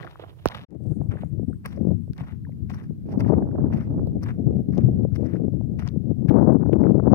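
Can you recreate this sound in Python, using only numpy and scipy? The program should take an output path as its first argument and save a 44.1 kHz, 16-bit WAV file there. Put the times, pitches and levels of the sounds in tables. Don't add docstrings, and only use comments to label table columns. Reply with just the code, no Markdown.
import sys
import numpy as np
from scipy import signal
from scipy.fft import rfft, irfft
from scipy.io import wavfile
from scipy.ndimage import uniform_filter1d, minimum_filter1d

SR = 44100
rng = np.random.default_rng(int(sys.argv[2]) if len(sys.argv) > 2 else 0)


def volts_from_db(level):
    exponent = np.asarray(level, float) / 20
    return 10 ** exponent


def master_out(mix):
    frames = np.transpose(np.atleast_2d(mix))
    ceiling = np.clip(frames, -1, 1)
    pcm = np.round(ceiling * 32767).astype(np.int16)
    wavfile.write(sys.argv[1], SR, pcm)


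N = 314874
TIME = np.arange(N) / SR
PORT_LAG = 5
KNOCK_S = .4572
CUT_S, FADE_OUT_S, GAP_S, FADE_IN_S = .652, 0.017, 0.031, 0.16


# (time [s], rumble level [dB], eddy breaking re rumble [dB])
AIRFLOW_LEFT = [(0.0, -43.5, -1), (.2, -41.5, -36), (.55, -54, -56), (.66, -27.5, -2), (1.0, -26, -16),
                (1.5, -25.5, -14), (1.65, -32.5, -39), (1.77, -30, -13.5), (2.1, -33.5, -31.5),
                (2.45, -29.5, -35), (3.08, -27.5, -22), (3.2, -20.5, -3.5), (4.2, -24.5, -13),
                (4.62, -18, -10), (5.2, -22.5, -10.5), (5.94, -24, -14.5), (6.3, -19, -3.5),
                (7.04, -18, -4.5)]
AIRFLOW_RIGHT = [(0.0, -33.5, -3), (.15, -48.5, 14), (.4, -36.5, -23), (.56, -34.5, -31), (.67, -49, -4),
                 (.78, -49, -23), (1.0, -42.5, 1), (1.22, -47, 4.5), (1.45, -41, -36), (1.9, -41.5, -34),
                 (2.5, -43, -19.5), (2.95, -33.5, -15), (3.15, -29, 10.5), (4.05, -32.5, -0.5),
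                 (4.6, -29.5, -15.5), (5.2, -39.5, -13.5), (6.3, -44.5, -32), (7.04, -39.5, -36.5)]
# (time [s], half length [s], lift [dB])
GUSTS_AT_LEFT = [(0.902, 0.054, 6), (1.421, 0.027, 4), (1.894, 0.15, 11.5), (2.412, 0.027, -4),
                 (2.624, 0.041, 9), (3.311, 0.074, 7.5), (3.505, 0.019, -2.5), (3.63, 0.047, 2),
                 (4.082, 0.054, -0.5), (4.495, 0.1, 1), (4.78, 0.058, 3), (4.848, 0.026, 4),
                 (4.882, 0.014, 3.5), (5.016, 0.036, 5.5), (5.264, 0.086, -3), (5.464, 0.31, 4.5),
                 (6.092, 0.034, 0), (6.43, 0.17, 3.5), (6.54, 0.0068, -4.5), (6.581, 0.011, -5.5),
                 (6.592, 0.18, 3), (6.646, 0.0053, -8), (6.706, 0.019, -4.5), (6.758, 0.02, -1.5),
                 (6.826, .008, -3.5), (6.843, 0.067, 3), (6.935, 0.025, -5), (6.977, 0.0066, -3),
                 (7.053, 0.21, 5.5), (7.094, 0.0066, -5),
                 (0.782, 0.011, -5), (0.926, 0.015, 1.5), (0.944, 0.012, -12.5), (0.97, 0.01, 2.5),
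                 (1.007, 0.012, 7.5), (1.138, 0.047, 1), (1.188, 0.016, -9.5), (1.297, 0.018, -5),
                 (1.34, 0.015, 3), (1.398, 0.015, 4), (1.466, 0.0166, -14.5), (1.473, 0.038, 6.5),
                 (1.538, 0.0076, 2), (1.622, 0.027, -8), (1.908, 0.036, 4), (1.99, 0.019, -0.5),
                 (2.105, 0.018, 13), (2.163, 0.045, -6), (2.225, 0.024, 10), (2.257, 0.016, -8),
                 (2.303, 0.0075, -12), (2.335, 0.016, 6), (2.596, 0.028, -4.5), (2.73, 0.012, 3),
                 (2.816, 0.031, -8.5), (2.926, 0.018, 7.5), (2.939, 0.008, -11), (3.023, 0.023, -5),
                 (3.177, 0.016, 2), (3.385, 0.0086, 5), (3.634, 0.026, 5.5), (3.756, 0.019, 8),
                 (3.84, 0.014, -4.5), (3.999, 0.085, 5), (4.088, 0.0043, 7.5), (4.164, 0.037, 3.5),
                 (4.423, 0.02, -1), (4.479, 0.027, 5), (4.656, 0.042, -8.5), (4.686, 0.016, 4.5),
                 (4.784, 0.013, 4.5), (4.856, 0.012, 3), (4.914, 0.0092, 5), (5.043, 0.01, 7),
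                 (5.234, 0.02, 5), (5.341, 0.0079, 4.5), (5.51, 0.014, -7.5), (5.572, 0.019, 1.5),
                 (5.664, 0.015, -0.5), (5.837, 0.01, 3), (5.899, 0.022, -4.5), (5.945, 0.054, 4),
                 (6.125, 0.038, 7), (6.146, 0.023, -8.5), (6.376, 0.024, 4.5), (6.736, 0.019, 4),
                 (7.016, 0.0076, -10)]
GUSTS_AT_RIGHT = [(1.696, 0.12, 2), (2.096, 0.057, 7), (2.214, 0.061, 11), (2.413, 0.044, 4.5),
                  (2.53, 0.069, 3.5), (2.773, 0.2, 5.5), (2.992, 0.13, -6.5), (3.308, 0.046, -8),
                  (3.436, 0.065, 5.5), (3.635, 0.073, 1.5), (4.224, .1, -2), (4.386, 0.066, 0.5),
                  (4.909, 0.16, 8), (5.399, 0.11, 4), (5.608, 0.082, -5.5), (5.743, 0.19, 9.5),
                  (6.4, 0.061, 3.5), (6.576, 0.073, -15.5), (6.824, 0.057, 6.5)]
# (time [s], peak level [dB], pitch [Hz])
EDDY_SLAPS = [(0.968, -17.5, 227), (1.083, -13, 99), (1.481, -13, 212), (1.812, -12.5, 199),
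              (1.886, -9.5, 164), (2.895, -19.5, 184), (3.173, -13, 259), (3.304, -10, 153),
              (3.379, -6, 233), (3.616, -15.5, 148.5), (3.742, -13.5, 161), (3.798, -16.5, 180),
              (3.97, -25, 167), (4.459, -8.5, 129), (4.563, -13.5, 144), (4.693, -13, 238),
              (4.761, -21, 195), (4.939, -11.5, 176), (5.046, -16.5, 188), (5.12, -14.5, 102.5),
              (5.328, -14.5, 166), (5.539, -15.5, 175), (5.971, -10.5, 190), (6.095, -11.5, 150),
              (6.246, -12, 220), (6.285, -6, 146), (6.553, -1, 220), (6.727, -14, 225), (6.868, -19, 300),
              (6.915, -6.5, 205), (6.952, -7, 342)]
# (time [s], peak level [dB], pitch [Hz], left minus right [dB])
WIND_POPS = [(0.157, -32.5, 1160, 11), (0.196, -32, 414, -31), (1.015, -29, 600, -28),
             (1.137, -28.5, 390, -22), (1.155, -30.5, 497, -11), (1.234, -24.5, 596, -23),
             (1.395, -20.5, 329, 35.5), (1.777, -32, 482, 28), (1.889, -27, 358, 37),
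             (2.078, -39, 474, -26), (2.207, -31.5, 800, -15), (2.493, -39, 534, -23),
             (2.907, -28.5, 336, 19), (3.088, -31.5, 520, -19), (3.263, -22.5, 593, -6),
             (3.304, -11.5, 358, 16), (3.332, -8, 408, 23), (3.37, -22, 499, 10), (3.422, -24, 603, -1),
             (3.551, -28.5, 537, -9.5), (4.072, -24, 455, -16), (5.05, -16, 411, 38),
             (5.231, -23.5, 450, 19), (5.537, -28, 394, 24), (5.611, -31, 554, 34), (5.961, -24, 368, 43),
             (6.112, -14.5, 330, 53), (6.352, -12, 427, 33), (6.384, -14, 536, 39.5),
             (6.45, -16.5, 450, 49), (6.49, -10, 426, 62), (6.548, -15, 408, 50), (6.598, -31, 387, 51),
             (6.694, -13.5, 452, 64), (6.731, -7, 353, 54), (6.838, -13, 390, 35.5),
             (6.863, -13.5, 440, 45), (6.954, -16.5, 424, 48.5), (6.998, -19.5, 620, 56),
             (7.068, -11, 482, 55)]


def wind():
    slaps, pops = np.zeros(N), np.zeros((2, N))
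    for s, db, hz in EDDY_SLAPS:
        add_cycles(slaps, s, hz, .45, volts_from_db(db + 2.5))
    for s, db, hz, pan_db in WIND_POPS:
        add_cycles(pops, s, hz, .35, volts_from_db(db - 0.5) * sides(pan_db)[:, None])
    harder = 0.89
    left = port(*flow(AIRFLOW_LEFT, GUSTS_AT_LEFT, harder)) + slaps
    right = port(*flow(AIRFLOW_RIGHT, GUSTS_AT_RIGHT, harder))
    return np.array([left, right]) + band(pops, 64.0, 1700.0)


def flow(curve, gusts, harder):
    s, db, break_db = np.transpose(curve)
    lift_db = sum(lift * np.exp(-((TIME - middle) / half) ** 2) for middle, half, lift in gusts)
    return np.interp(TIME, s, db) + lift_db, np.interp(TIME, s, break_db) + harder * lift_db


# (frequency [Hz], level [dB])
RUMBLE_TONE = [(25, -41.5), (50, -7.5), (80, 1.5), (130, 3), (220, -3.5), (350, -18), (600, -45),
               (1200, -86)]
# (frequency [Hz], level [dB])
EDGE_TONE = [(60, -31.5), (200, 4.5), (330, 1.5), (520, -10.5), (750, -20.5), (1100, -59), (2000, -92.5)]
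# (frequency [Hz], level [dB])
SPIT_TONE = [(300, -26.5), (650, -2), (950, -12), (1400, -27), (2000, -44.5), (3200, -74)]


def port(rumble_db, edge_db):
    edge_db = np.minimum(edge_db, 2.5)
    burst, breaking = walk(26.), walk(60.)
    throb = volts_from_db(0.18 * burst + 1.3 * walk(11.))
    rumble = unit(colour(rng.standard_normal(N) * throb, RUMBLE_TONE), 71, 270)

    eddy_db = 2.2 * burst + 3.15 * breaking + 2.0 * walk(19.0)
    eddies = grains(700., 1.4) * volts_from_db(np.minimum(eddy_db, 9.))
    edge = unit(colour(eddies, EDGE_TONE), 267, 570)

    spit_drive = volts_from_db(np.minimum(1.6 * breaking + 0.92 * burst, 6.))
    spit = unit(colour(eddies * spit_drive, SPIT_TONE), 570, 1000)
    spit = spit * volts_from_db(1.87 * edge_db + 0.15 * rumble_db - 8.5)
    return volts_from_db(rumble_db) * (rumble * volts_from_db(-2.0) + volts_from_db(edge_db - 3.5) * (edge + spit))


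# (frequency [Hz], level [dB])
CRUNCH_TONE_LEFT = [(150, -22), (500, 8), (1100, 11.5), (2000, 9.5), (2800, -1.5), (3800, -7), (5200, -23)]
CRUNCH_TONE_RIGHT = [(150, -12), (500, 14.5), (1000, 15), (2000, 2.5), (3200, 0), (4200, -16), (6000, -30)]
# (frequency [Hz], level [dB])
FINE_GRIT_TONE = [(3000, -44.5), (4500, 2.5), (5700, 5), (7400, -20.5), (9600, -7), (12000, -13),
                  (14500, -6.5), (16000, -34)]
# (time [s], length [s], level [dB], sharp grit re crunch [dB], left minus right [dB])
SOLE_ROLLS = [(0.0, 0.13, -50, -18, 18), (.2, 0.082, -56, -27, 0.5), (.37, 0.073, -65.5, -15, -4.5),
              (.47, 0.21, -45, -10.5, 6), (1.13, 0.095, -55, -23.5, 6), (1.665, 0.079, -56.5, -4.5, 6.5),
              (2.19, 0.13, -55, -15, 7), (2.715, 0.12, -56, -7, 10.5), (3.23, 0.053, -55, -7, 5),
              (3.755, 0.071, -52.5, -10.5, 11), (4.262, 0.053, -53, -11, 7.5), (4.78, 0.064, -63.5, -3, 6),
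              (5.335, .02, -64, -16, 7.5), (5.8, 0.025, -49, -6, 8), (5.88, 0.0059, -67.5, -3.5, 9.5),
              (6.3, 0.033, -56.5, -13.5, 8), (6.85, 0.026, -64, -25.5, 9.5)]


def steps():
    crunch, sharp = load()
    rolls = np.array(SOLE_ROLLS)
    level = crunch * volts_from_db(-4.0) * sides(np.interp(TIME, rolls[:, 0], rolls[:, 4]))
    slips = volts_from_db(2.6 * walk(130.))
    grit = grains(3200., 4.2) * slips
    other = 0.81 * np.roll(grit, PORT_LAG) + 0.52 * grains(3600.0, 3.1) * slips

    fine = grains(5100.0, 2.3) * slips ** 1.2 * volts_from_db(4.0 * walk(70.))
    fine = unit(colour(fine, FINE_GRIT_TONE), 3500, 8300)
    fine = fine * sharp / (crunch + 1e-12)

    both = clumps(np.array([grit, other]))
    grit, other = both + volts_from_db(4.) * (TIME < CUT_S) * band(both, 2900., 6300.0)
    left = unit(colour(grit, CRUNCH_TONE_LEFT), 1747, 4000) + fine * volts_from_db(-2.5)
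    right = unit(colour(other, CRUNCH_TONE_RIGHT), 1800, 4500) + np.roll(fine, PORT_LAG) * volts_from_db(-23)
    return level * np.array([left, right])


# (time [s], peak level [dB], rise time [s], sharp grit re crunch [dB])
HEEL_STRIKES = [(0.076, -64, 0.061, -26), (.449, -80, 0.016, -15), (0.547, -42, 0.041, -32),
                (1.121, -45.5, 0.021, -15), (1.658, -39, 0.021, -7), (2.185, -45, 0.034, -5.5),
                (2.706, -44, 0.02, -11.5), (3.12, -55.5, 0.1, -6), (3.207, -38.5, 0.028, -6.5),
                (3.341, -57.5, 0.045, -23.5), (3.736, -45, 0.032, -9), (4.238, -40.5, 0.026, -5),
                (4.737, -53.5, 0.023, -9), (4.775, -54.5, 0.081, 0), (5.161, -40.5, 0.02, 5),
                (5.269, -56.5, 0.17, -6), (5.339, -55.5, 0.12, -16), (5.794, -37, 0.011, -8),
                (5.877, -49, 0.025, -22), (6.294, -43.5, 0.02, -7.5), (6.399, -59.5, 0.04, -8),
                (6.842, -54, 0.038, -22.5)]


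def load():
    both = np.zeros((2, N))
    for s, db, rise, sharp_db in HEEL_STRIKES:
        on = slice(max(int((s - 2 * rise) * SR), 0), int((s + 4 * rise) * SR))
        age = (TIME[on] - s) / rise
        drop_db = 33.5 * np.maximum(-age, age / 0.72)
        both[:, on] += volts_from_db(db - drop_db + np.array([[0], [min(sharp_db, -3)]]))
    rise_db_s, sag_db_s, lift_off_db_s = 1499, 42.5, 260
    for s, length, db, sharp_db, _ in SOLE_ROLLS:
        on = slice(max(int((s - .05) * SR), 0), int((s + length + .3) * SR))
        age = TIME[on] - s
        drop_db = np.maximum(-rise_db_s * age, sag_db_s * age)
        drop_db = drop_db + lift_off_db_s * np.maximum(age - length, 0)
        both[:, on] += volts_from_db(db - drop_db + np.array([[0], [min(sharp_db, -3)]]))
    return both


def clumps(x):
    lows = [0 * x]
    for hz in 500 * np.sqrt(2) ** np.arange(7):
        lows.append(signal.lfilter(*signal.butter(2, hz, fs=SR), x))
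    lows.append(x)
    return sum((upper - lower) * volts_from_db(4.1 * walk(85.)) for lower, upper in zip(lows, lows[1:]))


# (time [s], peak level [dB], pitch [Hz])
STONE_CRACKS = [(0.031, -31, 1830.0), (0.0389, -44, 1550.0), (0.0676, -32, 1730), (0.0736, -30, 1350),
                (0.5202, -30, 1890.0), (0.5478, -33, 1230), (0.5936, -46, 1610.0), (1.1135, -42.5, 2060),
                (1.1713, -39, 1650), (1.2334, -41, 1230), (1.651, -36, 2200), (1.662, -36, 1050),
                (2.185, -38, 2000.0), (2.3053, -55, 1740.0), (2.3225, -46, 1740), (2.7783, -46, 1420),
                (2.8445, -51, 1680.0), (3.089, -54, 1770.0), (3.1077, -52, 1680.0), (3.1173, -54, 1980.0),
                (3.204, -32.5, 1830), (3.2752, -44.5, 1823), (3.339, -36, 1207), (3.7335, -39.0, 2110.0),
                (3.758, -48, 1990), (3.764, -43, 1500), (3.7946, -46, 2090.0), (4.2317, -44, 1230.0),
                (4.2393, -41, 1720.0), (4.264, -41.0, 1660.0), (4.3058, -35.5, 1620), (4.3215, -49, 2090.0),
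                (4.7376, -50, 2000), (4.821, -52, 1380.0), (5.1184, -54, 1341), (5.1586, -43.5, 1900),
                (5.3335, -41, 1790.0), (5.355, -39, 1434), (5.3628, -42, 1590.0), (6.2843, -41, 1680),
                (6.2957, -34, 1650)]
# (time [s], peak level [dB], pitch [Hz])
PEBBLE_TAPS = [
    (.933, -61, 1410),
    (1.012, -59, 1580),
    (1.529, -45.5, 1410),
    (1.542, -60.5, 1710),
    (2.134, -54, 1540),
    (2.45, -44, 1730),
    (2.468, -50, 950),
    (2.521, -57, 2060),
    (6.8143, -50.5, 5500),
    (6.839, -43, 2100),
]
# (time [s], peak level [dB], pitch [Hz])
EDDY_SPITS = [(6.3775, -38, 1210.0), (6.387, -30, 1210.0), (6.3976, -39, 1400.0), (6.7434, -49.5, 1450),
              (6.8372, -35.5, 1400), (6.8686, -28, 1230), (6.9986, -32, 1260), (7.0712, -36.5, 1400.0),
              (7.113, -45, 1200), (7.125, -34, 1350), (6.613, -43, 1400), (6.63, -39.5, 1400),
              (6.662, -42, 1400), (3.425, -41, 1500), (3.513, -44, 1400), (3.558, -43, 1400),
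              (3.603, -44, 1450), (3.662, -44, 1400)]
# (time [s], level [dB])
LEFT_TICKS = [
    (0.707, -26.5),
    (.7185, -38.5),
    (.728, -37),
    (.748, -38),
    (.799, -51),
    (0.82, -55),
    (.839, -41.5),
    (.8655, -38.5),
    (0.909, -40.5),
    (.919, -41.5),
]


def cracks():
    stones, left = np.zeros(N), np.zeros(N)
    for s, db, hz in STONE_CRACKS:
        add_cycles(stones, s, hz, .7, volts_from_db(db + 1.5))
    for s, db, hz in PEBBLE_TAPS:
        add_cycles(stones, s, hz, 1.1, volts_from_db(db + 3.0))
    for s, db, hz in EDDY_SPITS:
        add_cycles(left, s, hz, .6, volts_from_db(db + 2.5))
    for s, db in LEFT_TICKS:
        left[int(s * SR)] += volts_from_db(db)
    return np.array([stones + band(left, 600., 9000.), np.roll(stones, PORT_LAG) * volts_from_db(-10)])


# (time [s], middle part [dB], low part [dB], top part [dB], left minus right [dB])
STONE_AND_GRIP_CLICKS = [(0.1974, -53, -49, -72, -11), (0.4569, -15.5, -34.5, -38, 11),
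                         (0.4574, -15, -28, -60, -29.5), (0.4604, -36, -50, -36, -9),
                         (0.4630, -34, -55, -42, -3), (0.4755, -29, -53.5, -63, -16.5),
                         (0.4862, -25, -47, -43.5, -7.5), (1.651, -46, -45, -67, 8),
                         (1.6601, -34, -45, -39, -8), (2.133, -35, -63, -66, 25),
                         (2.1799, -41, -45, -59, 12), (2.699, -42, -62, -80, 12),
                         (2.7105, -39, -59, -80, 17), (4.0713, -44, -62, -59, 0),
                         (4.779, -39, -56.5, -81, 23), (4.975, -63, -48.5, -81.5, 4),
                         (5.8002, -43, -42, -74, -18.5), (5.8762, -24.5, -62, -76, 17),
                         (5.883, -39, -77, -77, 24), (5.8876, -29.5, -62, -68, 16),
                         (6.4726, -48.5, -67, -82, 11), (6.5384, -70, -69, -54.5, 6),
                         (6.7317, -39, -27, -63, 37), (6.7445, -52, -52, -79, 25),
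                         (6.8165, -55.5, -43, -85, 11)]


def clicks():
    parts = np.zeros((3, 2, N))
    age = np.arange(1024) / SR / 0.0002
    envelope = (1 - np.exp(-4. * age)) * np.exp(-age)
    for s, mid_db, low_db, top_db, pan_db in STONE_AND_GRIP_CLICKS:
        shared, own = rng.standard_normal((2, 1024))
        burst = np.array([shared, np.roll(shared, PORT_LAG) + 0.59 * own]) * envelope
        levels = volts_from_db([low_db, mid_db, top_db])[:, None, None]
        start = int(s * SR)
        parts[:, :, start:start + 1024] += levels * sides(pan_db)[:, None] * burst
    low, mid, top = parts
    low = band(signal.lfilter(*signal.butter(2, 2300., fs=SR), low), 540.0, 2300.0)
    mid = band(band(mid, 2300., 6100.0), 2300., 6100.0)
    top = band(band(top, 8600.0, 19000.0), 8600.0, 19000.0)
    return volts_from_db(16.5) * low + volts_from_db(9.0) * mid + volts_from_db(18.5) * top


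# (time [s], level [dB], bend time [s], cycles per e-fold [cycles], fading power [1])
CASE_KNOCK = [
    (0.4571, -9, 0.00036, 0.49, 0.72),
    (0.4578, 2.5, 0.00094, 1.094, 0.8),
]


def knock():
    out = []
    for s, db, bend, cycles, fading in CASE_KNOCK:
        elapsed = np.maximum(TIME - s, 0)
        age = 1 + elapsed / bend
        wave = np.sin(2 * np.pi * cycles * np.log(age))
        out.append(volts_from_db(db) * wave * age ** -fading * np.exp(-(elapsed / 0.025) ** 2))
    return np.array(out)


# (time [s], level [dB])
SONG_LEVEL = [
    (.74, -91),
    (.9, -75),
    (1.1, -82),
    (1.3, -82),
    (1.37, -92),
    (1.5, -72.5),
    (1.65, -86),
    (1.9, -85.5),
    (2.05, -81),
    (2.3, -100),
]
# (frequency [Hz], level [dB])
WING_COMB = [(6520, -96), (6890, -94), (8678, -92), (9055, -89), (9415, -98), (9780, -99)]
# (time [s], level [dB])
WING_BUZZ = [
    (.76, -1.5),
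    (.93, 13.5),
    (1.06, 2),
    (1.15, 0),
    (1.25, 10),
    (1.35, -15.5),
    (1.55, -4),
    (1.7, -13),
    (2.05, -12.5),
    (2.2, -26),
]


def insect():
    def curve(rows):
        return np.interp(TIME, *np.transpose(rows), left=-150, right=-150)

    def line(hz):
        return np.sin(2 * np.pi * hz * TIME + 1.1 * walk(60.0))

    pulse_db = np.minimum(4.5 * walk(110.), 3) - 1
    comb = sum(volts_from_db(db + 2.2 * walk(11.0)) * line(hz) for hz, db in WING_COMB)
    song = line(8317) * volts_from_db(curve(SONG_LEVEL)) + comb * volts_from_db(curve(WING_BUZZ))
    return song * volts_from_db(pulse_db) * volts_from_db(np.array([[4.], [-30.]]))


def colour(x, points):
    hz, db = np.transpose(points)
    bins_hz = np.linspace(1, SR / 2, 4097)
    log_gain = np.interp(np.log(bins_hz), np.log(hz), db) * np.log(10) / 20
    fold = irfft(log_gain) * np.r_[1, 2 * np.ones(4095), 1, np.zeros(4095)]
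    return signal.fftconvolve(x, irfft(np.exp(rfft(fold))))[:len(x)]


def band(x, lo_hz, hi_hz):
    edges_hz = [lo_hz, min(hi_hz, SR / 2.2)]
    return signal.sosfilt(signal.butter(2, edges_hz, "band", fs=SR, output="sos"), x)


def unit(x, lo_hz, hi_hz):
    return x / np.std(band(band(x, lo_hz, hi_hz), lo_hz, hi_hz))


def walk(rate):
    k = int(SR / rate)
    held = np.repeat(rng.standard_normal(N // 64), k)[:N]
    slewed = uniform_filter1d(uniform_filter1d(held, k), k)
    return slewed / np.std(slewed)


def grains(rate, scatter_db):
    hit = rng.random(N) < rate / SR
    size_db = scatter_db * np.minimum(rng.exponential(size=N), 2.6)
    return hit * rng.standard_normal(N) * volts_from_db(size_db)


def sides(pan_db):
    return 2 / (1 + volts_from_db(np.array([-pan_db, pan_db])))


def add_cycles(out, s, hz, cycles, gain):
    start = int(s * SR)
    turns = np.arange(min(int(16 * cycles / hz * SR), N - start)) * hz / SR
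    envelope = (np.e * turns / cycles / 2) ** 2 * np.exp(-turns / cycles)
    out[..., start:start + len(turns)] += gain * envelope * np.sin(2 * np.pi * turns)


def scene():
    return wind() + steps() + cracks() + clicks() + knock() + insect()


def low_pass(x):
    return signal.sosfilt(signal.butter(12, 16360, fs=SR, output="sos"), x)


# (frequency [Hz], level [dB])
HISS_TONE = [(300, 2), (1000, -1.5), (2500, -9), (5000, -11.5), (8000, -15.5), (11000, -11), (15000, -12),
             (16000, -15)]


def record(dry):
    x = signal.sosfilt(signal.butter(2, 54, "high", fs=SR, output="sos"), dry)
    x = x - (TIME < KNOCK_S) * band(x, 108.0, 474.0)

    hiss = np.array([colour(rng.standard_normal(N), HISS_TONE) for _ in range(2)])
    hiss_db = -72 + (TIME < CUT_S) * np.array([[5.], [1.5]])
    fade_out = (CUT_S - TIME) / FADE_OUT_S
    fade_in = (TIME - CUT_S - GAP_S) / FADE_IN_S
    fade = np.clip(np.maximum(fade_out, fade_in), 0, 1)
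    fade = fade * np.clip((N / SR - TIME) / .005, .2, 1)
    x = fade * (x + volts_from_db(hiss_db) * hiss / np.std(hiss))

    room = np.minimum(1, .95 / (np.abs(x).max(axis=0) + 1e-9))
    x = x * uniform_filter1d(minimum_filter1d(room, size=441), size=441)
    x = signal.sosfilt(signal.ellip(10, .3, 70, 15750, fs=SR, output="sos"), x)
    return low_pass(x)


dry = scene()
out = record(dry)
master_out(out)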